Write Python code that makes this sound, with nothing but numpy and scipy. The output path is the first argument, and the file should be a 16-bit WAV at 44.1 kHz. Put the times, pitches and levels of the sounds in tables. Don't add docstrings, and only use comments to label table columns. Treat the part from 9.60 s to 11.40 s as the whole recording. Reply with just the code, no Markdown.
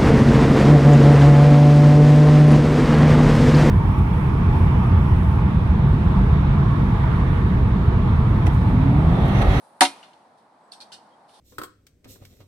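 import sys
import numpy as np
from scipy import signal
from scipy.fft import irfft
from scipy.io import wavfile

SR = 44100
rng = np.random.default_rng(int(sys.argv[2]) if len(sys.argv) > 2 else 0)


def transcribe(u):
    v = np.clip(np.atleast_2d(u).T, -1, 1)
    q = np.round(v * 32767).astype(np.int16)
    wavfile.write(sys.argv[1], SR, q)


N = 79380
HIT_S = .2075


def undb(db):
    return 10 ** (np.asarray(db) / 20)


def since(start):
    return np.maximum(np.arange(N) / SR - start, 0)


def fader(points):
    return undb(np.interp(since(0), *np.array(points).T))


def over_hz(points):
    hz, value = np.array(points, float).T
    return np.interp(np.log(np.fft.rfftfreq(N, 1 / SR) + 1), np.log(hz), value)


def envelope(start, rise, hold, t60):
    attack = np.minimum(since(start) / max(rise, 1 / SR), 1)
    return attack * np.exp(-np.log(1000) * since(start + rise + hold) / t60)


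def resonance(hz, width):
    f = np.fft.rfftfreq(N, 1 / SR) + 1
    return np.abs(1 / (1 + 1j * (f - hz * hz / f) / width))


def stereo_phase(hz):
    return np.array([[.5], [-.5]]) * .3 * hz / 1e3


# freq_hz, channel_correlation
STEREO_IMAGE = [(100, 0.99), (750, 0.86), (1200, 0.26), (2500, .25), (6000, 0.18), (13000, .2)]
def noise(gain, pan=None):
    mid, side = np.exp(2j * np.pi * rng.random((2, N // 2 + 1)))
    alike = np.clip(over_hz(STEREO_IMAGE), -1, 1)
    sides = np.array([[1], [-1]])
    spectrum = gain * (mid * np.sqrt(1 + alike) + sides * side * np.sqrt(1 - alike))
    balance = undb(sides * over_hz(pan) / 2) if pan else 1
    y = irfft(spectrum * balance, N)
    return y / y.std()


def coloured(eq, pan=None, peaks=()):
    db = over_hz(eq)
    if peaks:
        grid_hz = np.arange(2048) * 45.07
        db = db + 3.5 * np.interp(np.fft.rfftfreq(N, 1 / SR), grid_hz, rng.standard_normal(2048))
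        db = db + sum(lift_db * resonance(hz, width) ** 2 for hz, width, lift_db in peaks)
    return noise(undb(db), pan)


def burst(start, hz, width, t60, pan=None):
    return noise(resonance(hz, width) ** 2, pan) * envelope(start, .00064, .001, t60)


def knock(start, hz, width, t60, tone_db, pan):
    tone = np.sqrt(2) * np.sin(2 * np.pi * hz * since(start) + stereo_phase(hz))
    tone *= undb(tone_db) * envelope(start, .00046, .001, t60)
    return tone + burst(start, hz, width, t60, pan)


# freq_hz, gain_db
TRAFFIC_EQ = [(30, -33.5), (80, -13.5), (120, -15), (210, -8.5), (300, -11), (420, -13.5), (600, -7.5),
              (870, -2.5), (1250, -13), (1830, -20.5), (2800, -32), (4200, -29.5), (6500, -39.5),
              (9000, -36.5), (12500, -51), (14000, -59)]
# time_s, level_db
TRAFFIC_FADER = [(0, -55), (.5, -54.5), (.9, -57), (1.1, -54.5), (1.3, -52.5), (1.55, -54.5), (1.8, -55.5)]
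def traffic():
    return fader(TRAFFIC_FADER) * coloured(TRAFFIC_EQ)


# start_s, length_s, pitch_hz, level_db
BIRD_NOTES = [(0.997, 0.11, 7880, -77), (1.504, 0.053, 3207, -69.5)]
def birds():
    out = 0
    for start, length, hz, db in BIRD_NOTES:
        swell = np.sin(np.pi * np.minimum(since(start) / length, 1))
        out += undb(db) * noise(resonance(hz, width=120) ** 3) * swell
    return out


# start_s, level_db, rise_s, hold_s, t60_s
RUSTLE_CUES = [(0.77, -68, 0.0077, 0.0052, 0.28), (1.674, -62, 0.019, 0.042, 0.39),
               (1.732, -62.5, 0.015, 0.032, .5)]
# freq_hz, gain_db
RUSTLE_EQ = [(500, -7.5), (2000, -20.5), (3500, -1), (5000, -5), (7000, -15), (9500, -7), (13000, -27)]
# freq_hz, left_minus_right_db
FAR_PAN = [(1000, -3), (2200, 3), (4000, -1.5), (7500, -5.5), (13000, 2)]
def rustles():
    level = sum(undb(db) * envelope(start, *shape) for start, db, *shape in RUSTLE_CUES)
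    return level * coloured(RUSTLE_EQ, FAR_PAN)


# time_s, level_db
SWING_FADER = [(0, -67), (.05, -64.5), (.12, -71.5), (.2, -72), (.26, -86.5)]
# freq_hz, gain_db
SWING_EQ = [(1500, -18.5), (4000, -2.5), (7000, -10), (9500, 4.5), (13000, -16)]
def swing():
    return fader(SWING_FADER) * coloured(SWING_EQ)


# start_s, level_db, pitch_hz, width_hz, t60_s, tone_mix_db
BALL_CLICKS = [(1.1201, -44, 4480, 350, .022, 2), (1.132, -48, 3590, 300, 0.064, -1),
               (1.2035, -43.5, 4200, 700, .035, -20), (1.2103, -41.5, 4540, 700, 0.03, -15),
               (1.2208, -43.5, 4300, 500, 0.064, -8), (1.3191, -45.5, 3100, 1300, .035, -28),
               (1.325, -44, 4300, 1200, .028, -20), (1.693, -60, 2610, 1400, .03, -30)]
# start_s, level_db, rise_s, hold_s, t60_s, resonance_hz, lift_db
BOUNCE_SCATTER = [(1.115, -47.5, 0.0055, 0.016, 0.15, 3550, -10),
                  (1.201, -47, 0.0072, 0.012, 0.13, 2406, 14.5),
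                  (1.317, -44, 0.0051, 0.02, 0.14, 2940, 13.5)]
# freq_hz, gain_db
BOUNCE_EQ = [(100, -5), (400, -31), (1500, -3), (2200, -16), (3000, -5.5), (4400, 2), (5500, -3),
             (7000, -12.5), (8800, -6), (11000, -12), (13500, -36)]
# centre_hz, width_hz, lift_db
BALL_PEAKS = [(2696, 100, 8.5), (3264, 61, 7.5), (3660, 102, 8), (4260, 140, 7.5), (4660, 87, 2.5),
              (5030, 67, 6.5), (5500, 90, 7.5), (5930, 91, 7.5), (8130, 350, 6.5), (8960, 130, 8)]
def ball_taps():
    out = sum(undb(db) * knock(start, *voice, FAR_PAN) for start, db, *voice in BALL_CLICKS)
    for start, db, rise, hold, t60, hz, lift_db in BOUNCE_SCATTER:
        tail = undb(-21) * envelope(start, rise=.023, hold=0, t60=1)
        shape = envelope(start, rise, hold, t60) + tail
        peaks = BALL_PEAKS + [(hz, 190, lift_db)]
        out += undb(db) * shape * coloured(BOUNCE_EQ, FAR_PAN, peaks)
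    return out


# start_s, level_db, t60_s, ring_level_db
SLAPBACKS = [(0.2492, -20.5, 0.049, -41), (0.429, -50, 0.19, -45), (0.53, -58.5, 0.056, -68)]
# freq_hz, gain_db
SLAPBACK_EQ = [(200, -23.5), (1000, -1), (3000, 2), (4500, 3.5), (7000, -10), (13000, -29)]
# freq_hz, gain_db
TAIL_EQ = [(100, -18), (220, 2), (450, -6), (850, 5.5), (1500, -5.5), (3500, -7), (5500, -12.5),
           (7200, -18.5), (9500, -13), (13000, -33.5)]
def yard_echoes():
    level = sum(undb(db) * envelope(start, .0024, .0046, t60) for start, db, t60, _ in SLAPBACKS)
    slaps = level * coloured(SLAPBACK_EQ, peaks=WALL_PEAKS)
    ring = sum(undb(db) * burst(start, hz=2950, width=130, t60=.0396) for start, _, _, db in SLAPBACKS)
    tail = undb(-39.5) * coloured(TAIL_EQ) * envelope(HIT_S, rise=.02, hold=0, t60=.85)
    return slaps + ring + tail


# pitch_hz, relative_level_db, t60_s
RING_MODES = [(280.5, -18, 0.16), (344.8, -25, .15), (579.4, -22, 0.14), (640.6, -23, 0.035),
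              (741.4, -8, 0.11), (816.8, -13, .075), (935.6, -14, .115), (974, -24, 0.18),
              (1129, -20.5, 0.072), (1468, -24, .11), (1700, -21.5, 0.033), (2443, -32.5, 0.27),
              (3515, -28, 0.073), (3630, -33.5, 0.21), (3925, -27, 0.19), (4230, -27.5, .13),
              (4320, -30.5, 0.22), (4740, -32.5, .15), (9300, -37.5, .13)]
def bat_ring():
    out = 0
    for hz, db, t60 in RING_MODES:
        phase = 2 * np.pi * (hz * since(HIT_S) + rng.random()) + stereo_phase(hz)
        out += undb(db) * np.sin(phase) * envelope(HIT_S, rise=.015, hold=0, t60=t60)
    return undb(1) * out


# freq_hz, gain_db
SHELL_EQ = [(150, -46.5), (480, -28), (700, -5.5), (1000, -3), (1200, -10), (1800, -4.5), (2700, -7),
            (4000, -7.5), (5200, -5.5), (7200, -12.5), (9000, -5), (11000, -13.5), (12200, -22.5),
            (13500, -32.5)]
# centre_hz, width_hz, lift_db
WALL_PEAKS = [(1160, 20, 3.5), (1434, 330, 8.5), (1590, 30, 3), (1860, 33, 1.5), (2100, 260, 6.5),
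              (2820, 170, 6), (3080, 80, 9), (3550, 110, 14), (3800, 130, 6.5), (4258, 130, 9.5),
              (4540, 70, 3.5), (5020, 61, 0.5), (5750, 250, 7), (6370, 130, 7.5), (8453, 290, 5.5)]
# freq_hz, left_minus_right_db
HIT_PAN = [(200, -2), (1000, 3), (1800, 5.5), (4000, -4), (8500, -6.5), (12000, -1)]
# freq_hz, gain_db
THUMP_EQ = [(40, -40.5), (140, -34.5), (185, -11), (240, -5.5), (340, -1), (420, -10), (510, -27.5),
            (630, 1.5), (900, -0.5), (1200, -17), (2500, -41)]
# start_s, level_db, pitch_hz, width_hz, t60_s, tone_mix_db
HIT_CONTACTS = [(0.2072, -14.5, 9000, 2507, .03, -13.5), (0.2079, -13, 3472, 3459, .015, -30.5),
                (0.2092, -12.5, 1757, 703, .017, -2), (0.2138, -12.5, 1092, 695.6, 0.013, -13),
                (0.2215, -15.5, 900, 450, .025, -12), (0.2365, -16.5, 780, 250, 0.015, -3.5)]
def bat_crack():
    shell = coloured(SHELL_EQ, HIT_PAN, WALL_PEAKS) * envelope(HIT_S, rise=.001486, hold=.012, t60=.16)
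    thump = coloured(THUMP_EQ) * envelope(HIT_S, rise=.011, hold=.0014, t60=.12)
    contacts = sum(undb(db) * knock(start, *voice, HIT_PAN) for start, db, *voice in HIT_CONTACTS)
    return undb(-13) * shell + undb(-18) * thump + contacts


def scene():
    hit = bat_ring() + bat_crack()
    return hit + yard_echoes() + ball_taps() + rustles() + swing() + birds() + traffic()


def record(dry):
    ceiling, low_cut_hz, high_cut_hz = 1.5, 130, 13700
    rounded = ceiling * np.tanh(dry / ceiling)
    highpass = signal.butter(2, low_cut_hz, "high", fs=SR, output="sos")
    lowpass = signal.ellip(10, .2, 80, high_cut_hz, fs=SR, output="sos")
    return signal.sosfilt(lowpass, signal.sosfilt(highpass, rounded))


dry = scene()
out = record(dry)
transcribe(out)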